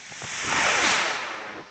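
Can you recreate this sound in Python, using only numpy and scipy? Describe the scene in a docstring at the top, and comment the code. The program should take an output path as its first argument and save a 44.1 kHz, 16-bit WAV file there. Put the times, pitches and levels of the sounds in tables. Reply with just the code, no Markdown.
"""Open ground at night: a firework rocket fizzes and sputters, catches, and roars upward.
Turbulent gas and popping grains make the hiss and roar; exhaust beating on the ground rumbles.
The ground echo lags more as it climbs, sweeping a hollow whoosh down along with a gliding noise band.
The jet dulls with distance and burns out with a soft chuff, leaving a faint outdoor tail."""
import sys
import numpy as np
from scipy import signal
from scipy.fft import rfft, irfft
from scipy.io import wavfile

SR = 44100
rng = np.random.default_rng(int(sys.argv[2]) if len(sys.argv) > 2 else 0)


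def persist_wave(psi):
    """Save psi, clipped to +-1, as 16-bit WAV."""
    counts = np.round(np.clip(psi, -1, 1) * 32767).astype(np.int16)
    wavfile.write(sys.argv[1], SR, np.atleast_2d(counts).T)


N = 74970
T = np.arange(N) / SR
BIN_HZ = np.fft.rfftfreq(N, 1 / SR)

# Night air. Each row: frequency in Hz, relative density in dB.
AIR_SPECTRUM = [(20, -1), (70, -7), (170, 0), (400, -21.5), (2000, -9), (5500, -3), (9000, -33.5)]
# Burning charge. Each row: time in seconds, level in dB.
FIZZ_ENVELOPE = [(0, -44), (.11, -41.5), (.2, -37.5), (.28, -34.5), (.39, -29.5), (.46, -31.5), (.57, -29),
                 (.8, -27.5), (.92, -24.5), (1.0, -32.5), (1.12, -38.5), (1.16, -42), (1.36, -51.5),
                 (1.6, -63.5)]
# Burning charge. Each row: frequency in Hz, relative density in dB.
FIZZ_SPECTRUM = [(30, -33), (130, -5.5), (500, -11), (850, 1), (1200, -2), (1700, 0.5), (2300, 4),
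                 (2900, -1), (3600, -4.5), (4400, -14.5), (5100, -5), (5900, 0), (7500, -1.5), (8300, -10),
                 (9000, -38)]
# Nozzle resonances. Each row: centre in Hz, half-width in Hz, level in dB relative to the fizz.
NOZZLE_WHISTLES = [(1990, 140, -18), (2370, 100, -17.5)]
# Bright flare of the passing rocket. Each row: time in seconds, level in dB.
FLARE_ENVELOPE = [(.7, -54), (.82, -36.5), (.85, -28.5), (.91, -30.5), (.97, -34), (1.12, -42.5),
                  (1.3, -67), (1.6, -93)]
# Charge catching. Each row: start in seconds, gain in dB, decay in seconds, centre in Hz.
CHARGE_SPITS = [(0.1208, -33, 0.0032, 900), (0.2191, -30, 0.0027, 740), (0.2393, -33, 0.006, 1340),
                (0.2489, -32, 0.0019, 920), (.5235, -20, 0.0054, 1220)]
# Low puffs. Each row: peak time in seconds, level in dB, attack and release in seconds, centre in Hz.
GAS_PUFFS = [(.124, -40.5, 0.0083, 0.0047, 161), (0.251, -32.5, 0.01, 0.0066, 134),
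             (1.587, -35.5, 0.025, 0.014, 372), (1.611, -42, 0.034, 0.017, 197)]
# Jet. Each row: time in seconds, level in dB before dulling.
ROAR_ENVELOPE = [(0, -52), (.3, -54), (.44, -34.5), (.51, -27.5), (.58, -23), (.68, -22), (.73, -24),
                 (.83, -22.5), (.92, -23.5), (1.0, -24.5), (1.09, -26.5), (1.16, -28.5), (1.21, -29.5),
                 (1.32, -29), (1.38, -31.5), (1.5, -30), (1.6, -32.5), (1.64, -40), (1.7, -40)]
# Jet. Each row: frequency in Hz, relative density in dB.
ROAR_SPECTRUM = [(30, -42.5), (120, -21), (250, -10), (450, -4), (800, -1), (1400, 1), (2300, 1),
                 (3200, -7.5), (4300, -17), (5500, -11), (7600, -21), (9000, -43)]
# Exhaust on the ground. Each row: time in seconds, level in dB.
RUMBLE_ENVELOPE = [(0, -71), (.2, -66), (.42, -55.5), (.48, -38.5), (.6, -36.5), (.67, -45.5), (.76, -46.5),
                   (.86, -43), (.92, -47), (.98, -52), (1.3, -72.5), (1.58, -50), (1.7, -78)]
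# Exhaust on the ground. Each row: frequency in Hz, relative density in dB.
RUMBLE_SPECTRUM = [(15, -8.5), (40, -7.5), (80, 7.5), (170, 10.5), (300, 13), (700, -7.5), (3000, -83.5)]
# Sinking whoosh. Each row: time in seconds, centre in Hz, level in dB.
WHOOSH_GLIDE = [(0.478, 1100, -46.5), (.57, 930, -35), (0.646, 790, -28.5), (0.719, 560, -40),
                (.82, 449.8, -33.5), (.87, 288.8, -40), (0.919, 192.3, -37.5), (.99, 170, -62.5),
                (1.15, 150, -59.5), (1.4, 140, -84)]
# Ground echo during the climb. Each row: time in seconds, lag in milliseconds.
ECHO_LAG_MS = [(0, .5), (.45, .58), (.6, 1.0), (.7, 1.62), (.8, 2.62), (.9, 3.83), (1.0, 5.25), (1.1, 6.68),
               (1.2, 7.8), (1.3, 8.63), (1.4, 9.2), (1.6, 9.85)]
# Ground echo, firmer as the plume clears the ground. Each row: time in seconds, linear gain.
ECHO_STRENGTH = [(.5, .28), (.8, .45), (1.3, .68)]
# Far reflections. 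Each row: frequency in Hz, gain in dB.
TAIL_RESPONSE = [(50, -47), (300, -19), (1000, 1), (2200, 4.5), (4000, 11), (6000, 4.5), (9000, -14.5)]


def amp(db):
    """Decibels to gain."""
    return 10 ** (np.asarray(db) / 20)


def unit(x):
    """Scales to rms 1."""
    return x / np.sqrt(np.mean(x ** 2) + 1e-20)


def curve(points):
    """Joins (seconds, value) points by straight lines."""
    return np.interp(T, *np.transpose(points))


def colour(x, points):
    """Filters by (Hz, dB) points on a log-frequency axis."""
    hz, db = np.transpose(points)
    return irfft(rfft(x) * amp(np.interp(np.log(BIN_HZ + 1), np.log(hz), db)), N)


def noise(bin_gain):
    """Spectrally weighted noise, rms 1."""
    return unit(irfft(rfft(rng.standard_normal(N)) * bin_gain, N))


def band(centre_hz, width_octaves):
    """Noise in one bell-shaped band."""
    offset = np.log2((BIN_HZ + 1) / centre_hz) / width_octaves
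    return noise(1 / (1 + offset ** 2 / 2) ** 2)


def flutter(rms_db, low_hz=12, high_hz=70):
    """Wavering gain of an unsteady flame."""
    weight = BIN_HZ ** 2 / (BIN_HZ ** 2 + low_hz ** 2) ** 1.2 / (1 + (BIN_HZ / high_hz) ** 4)
    return amp(rms_db * noise(weight))


def night_air(level_db=-58):
    """Faint, steady outdoor background."""
    return amp(level_db) * unit(colour(rng.standard_normal(N), AIR_SPECTRUM))


def burning_gas(sparks_per_s=2000, spread_db=3.5, spark_share=0.23):
    """Turbulence mixed with the tiny pops of burning grains."""
    sizes = amp(spread_db * np.minimum(rng.exponential(1, N), 4))
    sparks = sizes * rng.choice([-1, 1], N) * (rng.random(N) < sparks_per_s / SR)
    return np.sqrt(1 - spark_share) * rng.standard_normal(N) + np.sqrt(spark_share) * unit(sparks)


def fizz(flicker_above_hz=7300):
    """Thin, whistling hiss of the charge, with a bright flare just after lift-off."""
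    hiss = unit(colour(burning_gas(), FIZZ_SPECTRUM))
    hiss += sum(whistle(*row) for row in NOZZLE_WHISTLES)
    treble = signal.sosfiltfilt(signal.butter(6, flicker_above_hz, "high", fs=SR, output="sos"), hiss)
    hiss += treble * (unit(flutter(rms_db=1.5)) - 1.5)  # treble flickers at about half amplitude
    flare = band(centre_hz=3980, width_octaves=0.42) * amp(curve(FLARE_ENVELOPE))
    return (hiss * amp(curve(FIZZ_ENVELOPE)) + flare) * flutter(rms_db=0.5)


def whistle(centre_hz, half_width_hz, level_db):
    """Turbulence rings one narrow nozzle resonance."""
    return amp(level_db) * noise(1 / (1 + ((BIN_HZ - centre_hz) / half_width_hz) ** 2))


def spit(start_s, gain_db, decay_s, centre_hz):
    """Short, sharp burst of gas."""
    burst = rng.standard_normal(N) * (T >= start_s) * np.exp(-abs(T - start_s) / decay_s)
    bandpass = signal.butter(2, [centre_hz / 3, centre_hz * 1.6], "band", fs=SR)
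    bandwidth_makeup = np.sqrt(SR / 2 / centre_hz)
    return amp(gain_db) * signal.lfilter(*bandpass, burst) * bandwidth_makeup


def puff(peak_s, level_db, attack_s, release_s, centre_hz):
    """Dull chuff as the charge catches or runs out."""
    envelope = np.exp(-np.maximum((peak_s - T) / attack_s, (T - peak_s) / release_s))
    return amp(level_db) * envelope * band(centre_hz, width_octaves=0.45)


def roar(recede_s=1.096, dull_db_per_khz_s=10.5):
    """Jet at full thrust, losing treble as it recedes."""
    jet = unit(colour(burning_gas(), ROAR_SPECTRUM))
    hz, frame_s, spectra = signal.stft(jet, SR, nperseg=512)
    loss_db = dull_db_per_khz_s * hz[:, None] / 1000 * np.maximum(frame_s - recede_s, 0)
    dulled = signal.istft(spectra * amp(-loss_db), SR, nperseg=512)[1][:N]
    return dulled * amp(curve(ROAR_ENVELOPE)) * flutter(rms_db=1.15)


def rumble():
    """Exhaust buffets the ground during lift-off."""
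    buffeting = unit(colour(rng.standard_normal(N), RUMBLE_SPECTRUM))
    return buffeting * amp(curve(RUMBLE_ENVELOPE)) * flutter(rms_db=3.5)


def whoosh(width_hz=123):
    """Narrow band of exhaust noise gliding down."""
    time_s, centre_hz, level_db = np.transpose(WHOOSH_GLIDE)
    lowpass = 1 / (1 + (BIN_HZ / width_hz) ** 2) ** 2
    in_phase, quadrature = irfft(rfft(rng.standard_normal((2, N))) * lowpass, N)
    phase = 2 * np.pi * np.cumsum(np.interp(T, time_s, centre_hz)) / SR
    glide = unit(in_phase * np.cos(phase) + quadrature * np.sin(phase))
    fade_in = np.clip(T / time_s[0], 0, 1) ** 10
    return glide * amp(np.interp(T, time_s, level_db)) * fade_in


def ground_echo(x, cutoff_hz=2800):
    """Adds a softened echo whose growing lag sweeps a comb down the spectrum."""
    softened = signal.filtfilt(*signal.butter(1, cutoff_hz, fs=SR), x)
    echo = np.interp(T - curve(ECHO_LAG_MS) / 1000, T, softened)
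    gain = curve(ECHO_STRENGTH)
    return (x + gain * echo) / np.hypot(1, gain)


def near_scatter(x, gain_db=-9.5, delay_s=0.0017, decay_s=0.0085, highpass_hz=1200):
    """Adds quick, weak reflections off close objects, rippling the upper spectrum."""
    taps = rng.standard_normal(N) * (T > delay_s) * np.exp(-T / decay_s)
    taps = signal.lfilter(*signal.butter(1, highpass_hz, "high", fs=SR), taps)
    scatter = signal.fftconvolve(x, taps / np.linalg.norm(taps))[:N]
    return (x + amp(gain_db) * scatter) / np.hypot(1, amp(gain_db))


def outdoor_tail(x, gain_db=-18.5, delay_s=0.05, t60_s=1.72):
    """Scattered far reflections dying away."""
    envelope = (T > delay_s) * amp(-60 * T / t60_s)
    taps = colour(rng.standard_normal(N), TAIL_RESPONSE) * envelope / np.linalg.norm(envelope)
    return amp(gain_db) * signal.fftconvolve(x, taps)[:N]


def scene():
    """Rocket over open ground, mono."""
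    bursts = sum(spit(*row) for row in CHARGE_SPITS) + sum(puff(*row) for row in GAS_PUFFS)
    exhaust = fizz() + roar() + rumble()
    rocket = near_scatter(ground_echo(exhaust)) + whoosh() + bursts
    return (rocket + outdoor_tail(rocket) + night_air())[None]


def record(dry):
    """Narrow band of a small microphone."""
    cutoff_hz = 8950
    lowpass = signal.firwin(511, cutoff_hz, window=("kaiser", 9), fs=SR)
    return signal.oaconvolve(dry, lowpass[None], "same")


dry = scene()
out = record(dry)
persist_wave(out)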